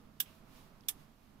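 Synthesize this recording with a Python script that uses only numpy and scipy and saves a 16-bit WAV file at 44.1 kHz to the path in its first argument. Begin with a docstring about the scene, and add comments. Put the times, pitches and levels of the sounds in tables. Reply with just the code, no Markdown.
"""Two relays closing

Two relays in a small plastic switch module on a table close one after the other in a quiet room.
Each click swells in over a few milliseconds, then the armature strikes and chatters, exciting damped
resonances of relay and case, mostly on the right; table and room reflect them. Behind them are a few
tiny ticks, a low rumble with a weak hum, a softly swelling hiss and a faint tone."""
import sys
import numpy as np
from scipy import signal
from scipy.fft import rfft, irfft, next_fast_len
from scipy.io import wavfile
from scipy.ndimage import map_coordinates

SR = 44100
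rng = np.random.default_rng(int(sys.argv[2]) if len(sys.argv) > 2 else 0)


def wav_record(signal):
    """Record a signal, one row per channel, as 16-bit PCM in the file named by sys.argv[1]."""
    frames = np.transpose(np.atleast_2d(signal))
    bounded = np.clip(frames, -1, 1)
    # unit amplitude maps onto the largest positive 16-bit level
    quanta = np.round(bounded * 32767).astype(np.int16)
    wavfile.write(sys.argv[1], SR, quanta)


N = 61739
TIME = np.arange(N) / SR
TONE_WAVER_DB, TONE_LEFT_DB = 3.5, -7  # shared by the hum and the faint tone


def relay(closing, resonances):
    """Impact excitation: the click swells in, then the armature strikes and chatters; the case rings."""
    # armature strikes in one closing: delay_s (before stretching), relative_level_db
    contacts = [(0, -4.5), (.0014, -2.5), (.0027, -3.5), (.0043, -5.5)]
    start_s, level_db, onset_rise_s, chatter_t60_s, stretch = closing
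    t = TIME - start_s
    soft_onset = amp(-8.5) * fade(-t, t60_s=2 * onset_rise_s)  # grows up to the first strike
    strikes = sum(amp(db) * fade(t - delay_s * stretch, t60_s=0.0041) for delay_s, db in contacts)
    chatter = amp(-5.5) * fade(t, chatter_t60_s) * build_up(t, rise_s=0.0011)
    blow = (soft_onset + strikes + chatter) * rng.choice([-1, 1], (2, N))
    direct = case(blow / np.linalg.norm(blow), resonances, spread=1)
    reflected = case(reflections(start_s), resonances, spread=1.21)
    return amp(level_db) * burst(direct + reflected)


def case(x, resonances, spread):
    """Modal resonance: the modes of relay and case, widened by spread, add in power and filter x."""
    def power(f):
        return sum(amp([[left_db], [right_db]]) ** 2 * peak(f, hz, width_hz * spread)
                   for hz, width_hz, left_db, right_db in resonances)
    return filtered(x, lambda f: minimum_phase(np.sqrt(power(f) / spread)))


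def reflections(start_s):
    """Reverberation: early reflections from the table and things near by, then the room's weak tail."""
    # decay of the early reflections: frequency_hz, t60_s
    table_decay = [(1000, 0.11), (3300, 0.065), (7000, 0.076), (14000, 0.07)]
    # decay of the room: frequency_hz, t60_s
    room_decay = [(1000, 0.89), (3300, .5), (7000, 0.35), (14000, 0.23)]
    early = amp(-1.5) * tail(start_s, table_decay, rise_s=0.0017)
    late = amp(-30.5) * tail(start_s, room_decay, rise_s=0.019)
    return early + late


def tail(start_s, decay, rise_s):
    """Diffuse field: stereo noise of energy 1 builds up, then each band decays at its own rate."""
    hz, t, bands = signal.stft(rng.standard_normal((2, N)), SR, nperseg=128)
    bands = bands * fade(np.maximum(t - start_s, 0), along(decay, hz)[:, None])
    field = signal.istft(bands, SR, nperseg=128)[1][:, :N]
    field = field * build_up(TIME - start_s, rise_s)
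    return field / np.linalg.norm(field)


def ticks():
    """Transient excitation: each tiny tick is decaying noise through one broad resonance."""
    # ticks: start_s, level_db (before panning), centre_hz, width_hz, t60_s
    taps = [(0.2564, -56, 2860, 1180, 0.26), (0.808, -65.5, 5300, 2980, 0.01),
            (.8364, -67.5, 3260, 2000, 0.026), (.9434, -79, 3500, 2500, 0.022)]
    out = np.zeros((2, N))
    for start_s, level_db, centre_hz, width_hz, t60_s in taps:
        tap = fade(TIME - start_s, t60_s) * rng.standard_normal((2, N))
        tick = filtered(tap, lambda f: minimum_phase(np.sqrt(peak(f, centre_hz, width_hz))))
        out += amp(level_db) * burst(tick)
    return out * pan(left_db=-7.5)


def background():
    """Amplitude modulation: three noise bands swell gently, and the hum follows the rumble."""
    # band envelopes: time_s, hiss_db, middle_db, rumble_db
    envelopes = [(0, -72, -66.5, -59), (.09, -75, -68, -60), (.18, -73, -70, -63.5),
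                 (.27, -65.5, -66.5, -62), (.35, -67.5, -66.5, -63.5), (.44, -73.5, -66, -61),
                 (.57, -62.5, -64, -59.5), (.63, -66.5, -65, -60.5), (.72, -73, -66.5, -62.5),
                 (.87, -73, -68.5, -61), (.96, -71, -66, -61.5), (1.009, -67, -65.5, -59.5),
                 (1.08, -73.5, -68, -63), (1.17, -74, -72.5, -65), (1.25, -72.5, -69.5, -64.5),
                 (1.39, -75, -68.5, -60)]
    # spectral shapes of the three bands: frequency_hz, relative_density_db
    hiss_shape = [(300, -28), (1200, -6.5), (2800, -1.5), (5000, -5), (8000, -12.5), (12000, -5),
                  (15500, -8.5)]
    middle_shape = [(100, -38), (350, -3), (500, -4.5), (660, -2), (850, -4), (1150, -3), (1700, -10.5),
                    (4000, -23), (12000, -43.5)]
    rumble_shape = [(15, 0.5), (27, 4), (45, -2.5), (65, -7.5), (110, -4.5), (150, -7.5), (220, -0.5),
                    (280, -6.5), (380, -16.5), (900, -31.5), (4000, -78)]
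    time_s, *levels_db = np.transpose(envelopes)
    hiss, middle, rumble = [amp(np.interp(TIME, time_s, db)) for db in levels_db]
    drone = hum()
    return hiss * air(hiss_shape) + middle * air(middle_shape) + rumble * (air(rumble_shape) + drone)


def air(spectrum):
    """Partial coherence: stereo noise of rms 1, nearly mono in the bass and mostly on the right."""
    # likeness of left and right: frequency_hz, correlation
    coherence = [(60, 0.89), (200, 1), (500, 0.27), (1500, 0.2), (5000, 0.13), (14000, 0.13)]
    # channel balance: frequency_hz, left_minus_right_db
    balance = [(60, -6), (200, -9.5), (380, -2), (700, -7.5), (2400, -5.5), (4400, -3.5), (8000, 0.5),
               (11000, -14.5), (15000, -11.5)]

    def mid_side_gains(f):
        angle = np.arccos(np.clip(along(coherence, f), -1, 1)) / 2
        return amp(along(spectrum, f)) * [np.cos(angle), np.sin(angle)]
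    mid, side = filtered(rng.standard_normal((2, N)), mid_side_gains)
    stereo = np.array([mid + side, mid - side])
    return unit(filtered(stereo, lambda f: amp([along(balance, f), 0 * f])))


def hum():
    """Superposition: three low, independently wavering tones make a weak hum."""
    # hum partials: pitch_hz, level_db (right channel, relative to the rumble)
    partials = [(86, -16.5), (150, -5.5), (207, -12.5)]
    return sum(tone(hz, db, level_rate_hz=7, drift_rad=0.84, drift_rate_hz=5.28) for hz, db in partials)


def faint_tone():
    """Amplitude modulation: a faint unsteady tone in the room swells between the clicks."""
    # envelope of the tone: time_s, level_db (right channel)
    envelope = [(0, -88), (.3, -85), (.42, -70), (.62, -77.5), (.75, -79.5), (.85, -89), (1.39, -85)]
    level_db = np.interp(TIME, *np.transpose(envelope))
    return tone(651, level_db, level_rate_hz=11.8, drift_rad=1.23, drift_rate_hz=11)


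def tone(pitch_hz, level_db, level_rate_hz, drift_rad, drift_rate_hz):
    """Random modulation: a sinusoid wavers in level and phase, stronger on the right."""
    rms = amp(level_db + TONE_WAVER_DB * wobble(level_rate_hz))
    phase = 2 * np.pi * pitch_hz * TIME + drift_rad * wobble(drift_rate_hz)
    return rms * np.sqrt(2) * np.sin(phase) * pan(TONE_LEFT_DB)


def amp(db):
    """Decibels to amplitude ratio."""
    return 10 ** (np.asarray(db) / 20)


def pan(left_db):
    """Level difference: stereo gains that change the left channel only."""
    return amp([[left_db], [0]])


def unit(x):
    """Normalisation to rms 1."""
    return x / np.sqrt(np.mean(x ** 2) + 1e-20)


def burst(x):
    """Normalisation to the energy of 10 ms at rms 1."""
    return unit(x) * np.sqrt(.01 * SR / N)


def along(points, hz):
    """Interpolation of (frequency_hz, value) points on a logarithmic frequency axis."""
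    f, values = np.transpose(points)
    return np.interp(np.log(hz + 1), np.log(f + 1), values)


def filtered(x, response):
    """Linear filtering: the spectrum of x times a frequency response."""
    size = 2 * next_fast_len(N)
    return irfft(rfft(x, size) * response(np.fft.rfftfreq(size, 1 / SR)), size)[..., :N]


def minimum_phase(gain):
    """Causality: the response with this gain that rings only after it is struck."""
    cepstrum = irfft(np.log(np.maximum(gain, 1e-6)))
    half = cepstrum.shape[-1] // 2
    cepstrum[..., 1:half] *= 2
    cepstrum[..., half + 1:] = 0
    return np.exp(rfft(cepstrum))


def peak(f, centre_hz, width_hz):
    """Resonance curve: the power response of a cluster of close modes."""
    return 1 / (1 + (2 * (f - centre_hz) / width_hz) ** 2) ** 2


def fade(t, t60_s):
    """Exponential decay: silence before t = 0, then a fall of 60 dB every t60_s."""
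    return (t >= 0) * np.exp(-np.log(1000) * np.abs(t) / t60_s)


def build_up(t, rise_s):
    """Exponential approach to 1 from t = 0, with time constant rise_s."""
    return 1 - np.exp(-np.maximum(t, 0) / rise_s)


def wobble(rate_hz):
    """Slow fluctuation: a smooth curve through rate_hz random knots a second."""
    return map_coordinates(rng.standard_normal(int(N * rate_hz / SR) + 4), [TIME * rate_hz])


def scene():
    """Superposition of both relays, the ticks and the sound of the room."""
    # relay closings: start_s, level_db, onset_rise_s, chatter_t60_s, bounce_stretch (ratio)
    closings = [(0.2015, -27, 0.0025, 0.032, 1.05), (0.8849, -28, 0.0018, 0.041, 1.15)]
    # resonances of each relay in the case: centre_hz, width_hz, relative_left_db, relative_right_db
    first_modes = [(1170, 530, -26, -25.5), (1630, 170, -33, -12), (1960, 320, -24.5, -22.5),
                   (2850, 300, -11, -9), (3375, 950, -11, -5), (4700, 1270, -21.5, -13),
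                   (5770, 930, -12.5, -12), (7210, 630, -10.5, -17), (7980, 460, -11, -7.5),
                   (9400, 330, -16, -5.5), (10040, 900, -18, -9.5), (11800, 1050, -23, 0.5),
                   (13000, 550, -46, -15), (14870, 1320, -24, 0)]
    second_modes = [(794, 100, -20, -20), (1200, 120, -32, -19.5), (1760, 190, -26.5, -18),
                    (2370, 630, -29, -19), (3376, 660, -14.5, -8), (4750, 1800, -48, -33),
                    (5980, 2340, -17, -15), (7500, 400, -15, -18), (7980, 550, -17, -11),
                    (9500, 670, -18, -11), (10660, 1600, -22.5, -7), (11250, 250, -47, -3),
                    (13400, 590, -25, -1.5), (14400, 1180, -38, -10)]
    clicks = relay(closings[0], first_modes) + relay(closings[1], second_modes)
    return clicks + ticks() + background() + faint_tone()


def record(dry):
    """Band limiting: a very steep low-pass removes the highest treble."""
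    cutoff_hz = 15600
    return filtered(dry, lambda f: 1 / np.sqrt(1 + (f / cutoff_hz) ** 240))


dry = scene()
out = record(dry)
wav_record(out)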